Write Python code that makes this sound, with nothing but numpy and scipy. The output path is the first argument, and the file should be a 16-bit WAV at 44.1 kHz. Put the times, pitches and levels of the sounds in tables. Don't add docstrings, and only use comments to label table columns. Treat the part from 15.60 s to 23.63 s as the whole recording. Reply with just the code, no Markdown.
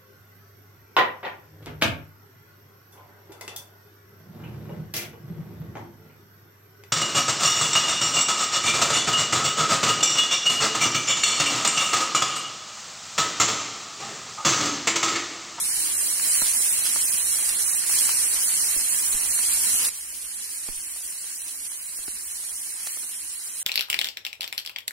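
import sys
import numpy as np
from scipy import signal
from scipy.fft import rfft, irfft
from scipy.io import wavfile
from scipy.ndimage import uniform_filter1d

SR = 44100
rng = np.random.default_rng(int(sys.argv[2]) if len(sys.argv) > 2 else 0)


def gain_from_db(level_db):
    decades = np.asarray(level_db, float) / 20
    return 10 ** decades


def store_wav(level_fs):
    pcm = np.round(np.clip(np.atleast_2d(level_fs), -1, 1) * 32767)
    wavfile.write(sys.argv[1], SR, pcm.T.astype(np.int16))


N = 354123
CUT_S = 4.293
REST_DB = [-26.5, -36.5]


def evened(x):
    return x / np.sqrt(np.mean(x ** 2) + 1e-20)


def read(points, hz):
    f, value = np.transpose(points)
    return np.interp(np.log(hz + 1), np.log(f + 1), value)


def band(x, lo_hz, hi_hz):
    sos = signal.butter(2, [lo_hz, min(hi_hz, SR / 2.1)], "band", fs=SR, output="sos")
    return signal.sosfilt(sos, x)


def drift(shape, across, along):
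    field = uniform_filter1d(rng.standard_normal(shape), max(int(across), 1), -2)
    return evened(uniform_filter1d(field, max(int(along), 1), -1))


def sides(db):
    return gain_from_db(np.array([[.5], [-.5]]) * db)


def shot(values, t):
    return np.take(values, 1 * (t > CUT_S))


def swells(rows, width_s, t):
    return sum(db * np.exp(-((t - s) / width_s) ** 2) for s, db in rows)


def kitchen():
    # [f/Hz, level/dB]
    air_colour = [(12, -32), (20, 3.5), (59, -14.5), (102, -5.5), (166, -7), (218, -3), (320, -1),
                  (484, -8.5), (900, -7.5), (1170, -3), (1980, -120)]
    air_db = [-52.5, -63]
    # [start t/s, length/s, level/dB]
    hum_spells = [(-.05, 0.56, -60.5), (.72, .68, -60), (1.46, 0.74, -60), (2.285, 0.87, -59.5),
                  (3.332, 0.3, -56), (3.65, 0.67, -57.5), (4.35, 1.15, -65.5), (5.599, .8, -72),
                  (6.45, 0.54, -67.5), (7.035, 0.38, -78), (7.6, 0.25, -71)]
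    hum_edge_s = 0.088
    time = np.arange(N) / SR
    common, own = rng.standard_normal(N), rng.standard_normal((2, N))
    hz, t, z = signal.stft(1.1 * common + .62 * own, SR, nperseg=2048)
    z = z * gain_from_db(read(air_colour, hz)[:, None] + 3.5 * drift(z.shape[1:], 5.4, 3.6))
    air = evened(signal.istft(z, SR, nperseg=2048)[1][:, :N]) * gain_from_db(shot(air_db, time))
    gate = sum(gain_from_db(db) * (abs(time - s - length / 2) < length / 2) for s, length, db in hum_spells)
    hum = evened(band(band(rng.standard_normal(N), 45, 63.6), 50, 76))
    return air * sides(-0.31) + uniform_filter1d(gate, int(hum_edge_s * SR)) * hum


def bumps():
    # [t/s, knock level/dB, push level/dB, left-right level/dB, push length/s, knock top f/Hz]
    rows = [
        (0.82, -32, -60, -22, 0.057, 1490),
        (3.163, -38.5, -53.5, -14, 0.023, 597),
        (3.544, -40.5, -52, -19, 0.02, 601),
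        (5.082, -40.5, -82, -9, .03, 1520),
        (5.097, -48.5, -76, -10, .03, 300),
        (5.087, -34, -57, -24, 0.2, 2530),
        (6.388, -39, -65, 10, 0.034, 2000),
        (6.481, -38.5, -73, 19, .04, 2480),
    ]
    size = 6000
    out, t = np.zeros((2, N)), np.arange(size) / SR
    for s, knock_db, push_db, pan_db, push_s, top_hz in rows:
        thump = rng.standard_normal(size) + 0.26 * np.sin(2 * np.pi * 280 * t)
        knock = band(thump * t * np.exp(-t / 0.0014), 76, top_hz)
        puff = band(-np.exp(-((t - .011) / 0.0066) ** 2), 2.2, 70)
        sway = np.sin(2 * np.pi * (17 * t - .3)) * np.exp(-(t / push_s) ** 4)
        push = puff + 0.25 * sway * np.minimum(1, (t[-1] - t) / .012)
        sound = gain_from_db(knock_db + 1.0) * knock / abs(knock).max()
        sound += gain_from_db(push_db + 12.5) * push / abs(push).max()
        out[:, round(s * SR):][:, :size] += sound * sides(pan_db)
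    return out


def strays(count=17):
    over_rest_db, spread_db = [-1.5, -21, 0.5], 7.5
    draw = rng.random((count, 4))
    s = draw[:, 0] * N / SR
    return np.c_[s, shot(REST_DB, s)[:, None] + over_rest_db + spread_db * (draw[:, 1:] - .5)]


def pops():
    # [t/s, crack level/dB, thud level/dB, hiss level/dB]
    spit_rows = [(.409, -20.5, -46, -32), (.5542, -25, -59, -23), (.597, -14, -46, -20),
                 (.7184, -29.5, -51, -7), (.817, -19, -31, -5.5), (1.0204, -28, -48, -6),
                 (1.2555, -24, -50, -8.5), (1.263, -16, -36.5, -3.5), (1.27, -20, -50, -9),
                 (1.3593, -19.5, -28.5, -26), (1.7844, -24, -47, -21), (1.8896, -22.5, -46, -4),
                 (2.1434, -26.5, -45, -24), (2.2963, -18, -45, -27), (2.31, -23.5, -48, -22),
                 (2.335, -24, -47, -14), (2.47, -23.5, -48, -17), (2.505, -23, -48, -19),
                 (2.492, -14, -44, -32), (3.5294, -23, -43, -22), (3.7901, -19, -51, -17),
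                 (4.0564, -31, -48.5, -15), (4.2494, -53, -45, -5.5), (4.891, -30.5, -54, -34),
                 (5.0634, -38, -54, -26), (5.362, -33, -50, -26), (5.4485, -36, -58, -46),
                 (5.6417, -30.5, -64, -29), (5.9448, -35, -54, -37), (6.1172, -34, -58, -31),
                 (6.4787, -25.5, -44, -39), (7.2364, -35, -56, -23), (7.2706, -23, -40, -16),
                 (7.3702, -31, -39, -32), (7.433, -31.5, -48.5, -26), (7.4435, -30, -51, -27)]
    # [t/s, peak level/dB]
    crackles = [(0.095, -36), (0.256, -41), (0.287, -31), (0.364, -32), (0.425, -34), (0.481, -38),
                (0.659, -34), (0.697, -37), (0.752, -31), (0.934, -33), (1.004, -29.5), (1.515, -32),
                (1.651, -43), (2.13, -28), (2.572, -32), (2.741, -27), (2.919, -26), (2.994, -30),
                (3.341, -33), (3.664, -31), (3.908, -39.5), (3.928, -33.5), (3.974, -25), (4.042, -34),
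                (1.105, -35), (2.041, -31), (4.648, -42), (5.406, -37.5), (6.893, -40), (7.843, -42),
                (7.934, -42), (7.982, -40), (3.57, -35)]
    # [t/s, peak level/dB]
    flicks = [(0.1569, -11), (0.202, -17), (0.666, -13.5), (0.692, -11.5), (0.7457, -5.5), (0.782, -9.5),
              (0.868, -9.5), (0.948, -12.5), (1.0647, -15), (1.2534, -11.5), (1.2962, -9), (1.3464, -18.5),
              (1.4168, -12), (1.687, -12.5), (1.7267, -13.5), (1.853, -11.5), (2.117, -15), (2.3684, -10),
              (2.3855, -5), (2.398, -7.5), (2.4492, -8.5), (2.6012, -15.5), (2.8888, -14), (3.112, -11),
              (3.3485, -14.5), (3.463, -12), (3.578, -15.5), (3.6595, -11), (3.9166, -10), (4.1553, -13),
              (4.4087, -22.5), (4.6187, -23.5), (4.841, -21), (5.0707, -20.5), (5.362, -27),
                   (5.4024, -23), (5.4497, -21.5), (5.589, -26), (5.8177, -19), (5.8764, -22),
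                   (5.8825, -19), (6.0526, -19), (6.1173, -21), (6.4358, -19.5), (6.679, -27),
                   (6.8277, -26), (7.0343, -27.5), (7.2363, -23), (7.3565, -28), (7.4287, -20),
                   (7.779, -25), (7.9352, -28), (7.9536, -26.5), (7.9695, -20.5), (6.893, -24),
                   (7.843, -26), (4.648, -25)]
    crackle_db, flick_db = [-4.5, -14, -30], [-16.5, -45, 0.5]
    pan_db, pan_scatter_db = -4.5, 8
    size = 1200
    out, t = np.zeros((2, N + size)), np.arange(size) / SR
    small = [(s, *np.add(db, crackle_db)) for s, db in crackles]
    small += [(s, *np.add(db, flick_db)) for s, db in flicks]
    s, crack_db, thud_db, hiss_db = np.transpose([*spit_rows, *strays(), *small])
    draw = rng.standard_normal((len(s), 3, size))
    noise = 0.95 * draw[:, :1] + 0.75 * draw[:, 1:]
    noise[:, :, 40] += 8
    parts = ((crack_db - 7.5, 800, 6500, .0024), (thud_db - 1, 180, 2200, .003),
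             (hiss_db - 11.5, 6000, 13000, .0016), (hiss_db - 19, 3000, 6500, .005))
    spits = 0
    for db, lo_hz, hi_hz, fade_s in parts:
        puff = band(noise * t / fade_s * np.exp(-2 * t / fade_s), lo_hz, hi_hz)
        spits = spits + puff * (gain_from_db(db + 8.5) / abs(puff).max((1, 2)))[:, None, None]
    for at, spit, place in zip(s, spits, rng.random(len(s))):
        out[:, round(at * SR):][:, :size] += spit * sides(pan_db + pan_scatter_db * (place - .5))
    return out[:, :N]


def flares(t):
    # [t/s, lift level/dB, fade/s]
    rows = [(.62, 5, 0.4), (1.6, 0.5, 1), (2.27, 5.5, 0.33), (2.7, 1.5, 0.35), (3.75, 3, 0.39),
            (4.02, 2.5, 0.45), (4.6, 1.9, 0.66), (6.27, 1, 0.18), (6.7, 1.5, 1), (7.15, 1, 0.25),
            (7.95, 4, .3)]
    rise_s = 0.055
    total_db = 0
    for s, db, fade_s in rows:
        age = np.maximum(t - s, 0)
        same_shot = (t > CUT_S) == (s > CUT_S)
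        total_db = total_db + db * same_shot * (1 - np.exp(-age / rise_s)) * np.exp(-age / fade_s)
    return total_db


def bubbles(per_s, spread_db, cycles, reach_s, lag_s, count=20):
    when, kind, size, place, sign = rng.random((int(per_s * N / SR), 5)).T
    size = gain_from_db(spread_db * np.minimum(-np.log(size + 1e-9), 6)) * np.sign(sign - .5)
    delay = (lag_s + reach_s * (2 * place - 1)) * SR
    out, colour = np.zeros((2, N)), 0
    for k, hz in enumerate(np.geomspace(350, 17000, count)):
        t = np.arange(int(cycles * SR / hz) + 4) / SR
        burst = np.sin(2 * np.pi * hz * t) * t * hz * np.exp(-5 * t * hz / cycles)
        burst /= np.linalg.norm(burst)
        colour = colour + abs(rfft(burst, 2048)) ** 2
        mine = (kind * count).astype(int) == k
        at = [np.clip(when[mine] * N + shift, 0, N - 1).astype(int) for shift in (delay[mine], 0)]
        clicks = [np.bincount(a, size[mine], N) for a in at]
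        out += signal.oaconvolve(clicks, burst[None], axes=1)[:, :N]
    flatten = np.roll(irfft(1 / np.sqrt(colour + 0.016 * colour.mean())), 1024)
    return evened(signal.oaconvolve(out, flatten[None], "same", axes=1))


def fizz():
    # [f/Hz, level/dB]
    pan_colour = [(400, -20), (650, -20.5), (1000, -14.5), (1300, -15.5), (2000, -10.5), (3250, -9),
                  (3620, -12), (3950, -7.5), (4200, -6), (4800, -8), (5400, -4.5), (6600, -3.5),
                  (8200, -1.5), (10500, -0.65), (12200, -5), (14300, -7)]
    # [t/s, depth level/dB]
    shades = [
        (.3, -1.5),
        (.6, 0),
        (1.94, -1.3),
        (2.24, -2.5),
        (3.47, -0.5),
        (3.67, -1.5),
        (4.47, -1.5),
        (6.21, -1),
        (6.62, -0.5),
        (7.8, -1.4),
    ]
    # [t/s, swell level/dB]
    gushes = [
        (.82, 0.5),
        (1.34, 1.5),
        (2.48, 1),
        (3.05, 0.5),
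        (4.27, 3),
        (5.2, 0.5),
        (7.27, 2.5),
    ]
    # [t/s, left-right level/dB]
    turn = [(0, 1.5), (.6, 0), (1.6, -0.1), (2.1, -0.5), (2.65, 1.2), (3.1, 0.5), (3.6, -.5), (4.2, 1.1),
            (4.4, 1.5), (4.7, 0), (5.35, 1.5), (6.2, 0.1), (6.9, 1), (8.03, 1)]
    shade_s, gush_s, flicker_db = 0.035, 0.1, 0.5
    spatter_rest_db, gurgle_rest_db = [1.24, 1.5], [-2, -3]
    near = bubbles(per_s=11000, spread_db=2.0, cycles=6.6, reach_s=.0002, lag_s=.00006)
    sources = [near, rng.standard_normal((2, N))]
    hz, t, (near, wash) = signal.stft(sources, SR, nperseg=256, noverlap=128)
    same = 0.29 * np.sinc(hz / 2500)[:, None]
    z = 0.55 * near + 0.84 * np.array([wash[0], same * wash[0] + np.sqrt(1 - same ** 2) * wash[1]])

    flare_db, gush_db = flares(t), swells(gushes, gush_s, t)
    treble_db = flare_db + swells(shades, shade_s, t) + flicker_db * drift((1, len(t)), 1, 33)[0]
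    spatter_db = shot(spatter_rest_db, t) + flare_db + gush_db
    gurgle_db = shot(gurgle_rest_db, t) + 0.9 * flare_db + gush_db
    mid = read([(900, 0), (1600, 1), (4800, 1), (6500, 0)], hz)[:, None]
    low = read([(1300, 1), (1600, 0)], hz)[:, None]
    juice_db = mid * (spatter_db - treble_db) + low * (gurgle_db - treble_db)

    patches_db = 1.2 * drift(z.shape[1:], 6, 10) + .8 * drift(z.shape, 10, 4)
    patchy = read([(5000, 1), (8000, 1.0), (12000, 0.1), (14000, 0.8)], hz)[:, None]
    db = read(pan_colour, hz)[:, None] + juice_db + patchy * patches_db
    db = db + .35 * drift((1, len(t)), 1, 4)
    x = signal.istft(z * gain_from_db(db), SR, nperseg=256, noverlap=128)[1][:, :N]
    time = np.arange(N) / SR
    level_db = shot(REST_DB, time) + np.interp(time, t, treble_db) + 2.5
    return evened(x) * gain_from_db(level_db) * sides(np.interp(time, *np.transpose(turn)))


def scene():
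    return kitchen() + bumps() + pops() + fizz()


def ports(x):
    # [f/Hz, width f/Hz, level/dB]
    cavities = [
        (9620, 4200, 2.5),
        (9266, 2300, 9.5),
    ]
    hz = np.fft.rfftfreq(1024, 1 / SR)
    lift = [gain_from_db(db / (1 + (2 * (hz - f) / width) ** 2)) for f, width, db in cavities]
    return signal.oaconvolve(x, np.roll(irfft(lift), 512, 1), "same", axes=1)


def mute(x):
    # [f/Hz, threshold/spreads of a random field]
    muting = [(2200, -2.4), (2450, -1.6), (2710, -.7), (2970, -1), (3270, -.2), (3620, .55), (4000, -.75),
              (4430, -.9), (4910, -.45), (5430, -.65), (6000, -1.3), (7000, -1.8), (7600, -4), (11300, -4),
              (11800, -1.1), (13400, -1.15), (14500, -.75), (15300, -.8)]
    # [f/Hz, level/dB]
    coarseness = [(350, -21), (900, -19), (1200, -16.5), (1600, -11), (2000, -5), (2400, 0), (3200, 1.5),
                  (3600, 2.5), (4200, 4), (5500, 5.5), (7200, 4.5), (9000, -2.5), (10300, 0), (11600, 4.5),
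                  (13500, 4.5), (15700, 2)]
    top_hz, step_scatter_db, rounding, window_swaps = 15760, 3.4, .25, .45
    hop, lead = 1024, 2048 - 143
    frames = N // hop + 4
    pair = np.pad([x[0] + x[1], x[0] - x[1]], ((0, 0), (lead, frames * hop - N - lead)))
    pair = pair.reshape(2, frames, hop) / 2

    n, k = np.arange(2 * hop) + .5, np.arange(hop) + .5
    lapped = np.cos(np.pi / hop * np.outer(n + hop / 2, k)) * np.sqrt(2 / hop)
    steep = np.kaiser(hop + 1, 4 * np.pi)
    rises = np.array([np.sin(np.pi * n[:hop] / hop / 2), np.sqrt(np.cumsum(steep)[:hop] / steep.sum())])
    rise = rises[np.cumsum(rng.random(frames) < window_swaps) % 2]
    window = np.c_[rise[:-1], rise[1:, ::-1]]
    z = (np.concatenate([pair[:, :-1], pair[:, 1:]], axis=2) * window) @ lapped

    edges = np.r_[0:40:4, 40:96:8, 96:144:12, 144, 160, 176, 196, 216, 240, 264, 292, 320:hop:32]
    which, hz = np.searchsorted(edges, k) - 1, k * SR / hop / 2
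    band_hz = (np.bincount(which, hz) / np.bincount(which))[which]
    blocks = (2, len(edges), frames - 1)

    level = np.sqrt(abs(uniform_filter1d((z ** 2).mean((0, 2)), size=3))) + 1e-9
    scatter = evened(drift(blocks, 1, 1) + .6 * drift(blocks[1:], 4, 1))
    scatter = scatter[:, which].transpose(0, 2, 1)
    step = level[:, None] * gain_from_db(read(coarseness, hz) + step_scatter_db * scatter)
    z = np.sign(z) * step * np.floor((abs(z) / step) ** (3 / 4) + rounding) ** (4 / 3)

    field = .4 * drift(blocks, 1, 1) + drift(blocks, 1, 3)
    field = evened(field + .55 * drift(blocks[1:], 1, 4) + .3 * drift(blocks[1:], 2, 2))
    field = field[:, which].transpose(0, 2, 1)
    heard = (field - .3 * scatter > read(muting, band_hz)) * (hz < top_hz)
    kept = ((z * heard) @ lapped.T) * window
    joined = (kept[:, 1:, :hop] + kept[:, :-1, hop:]).reshape(2, -1)
    mid, side = joined[:, lead - hop:lead - hop + N]
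    return np.array([mid + side, mid - side])


def top_cut(x):
    return signal.sosfilt(signal.butter(12, 16880, fs=SR, output="sos"), x)


def record(dry):
    return top_cut(mute(ports(dry)))


dry = scene()
out = record(dry)
store_wav(out)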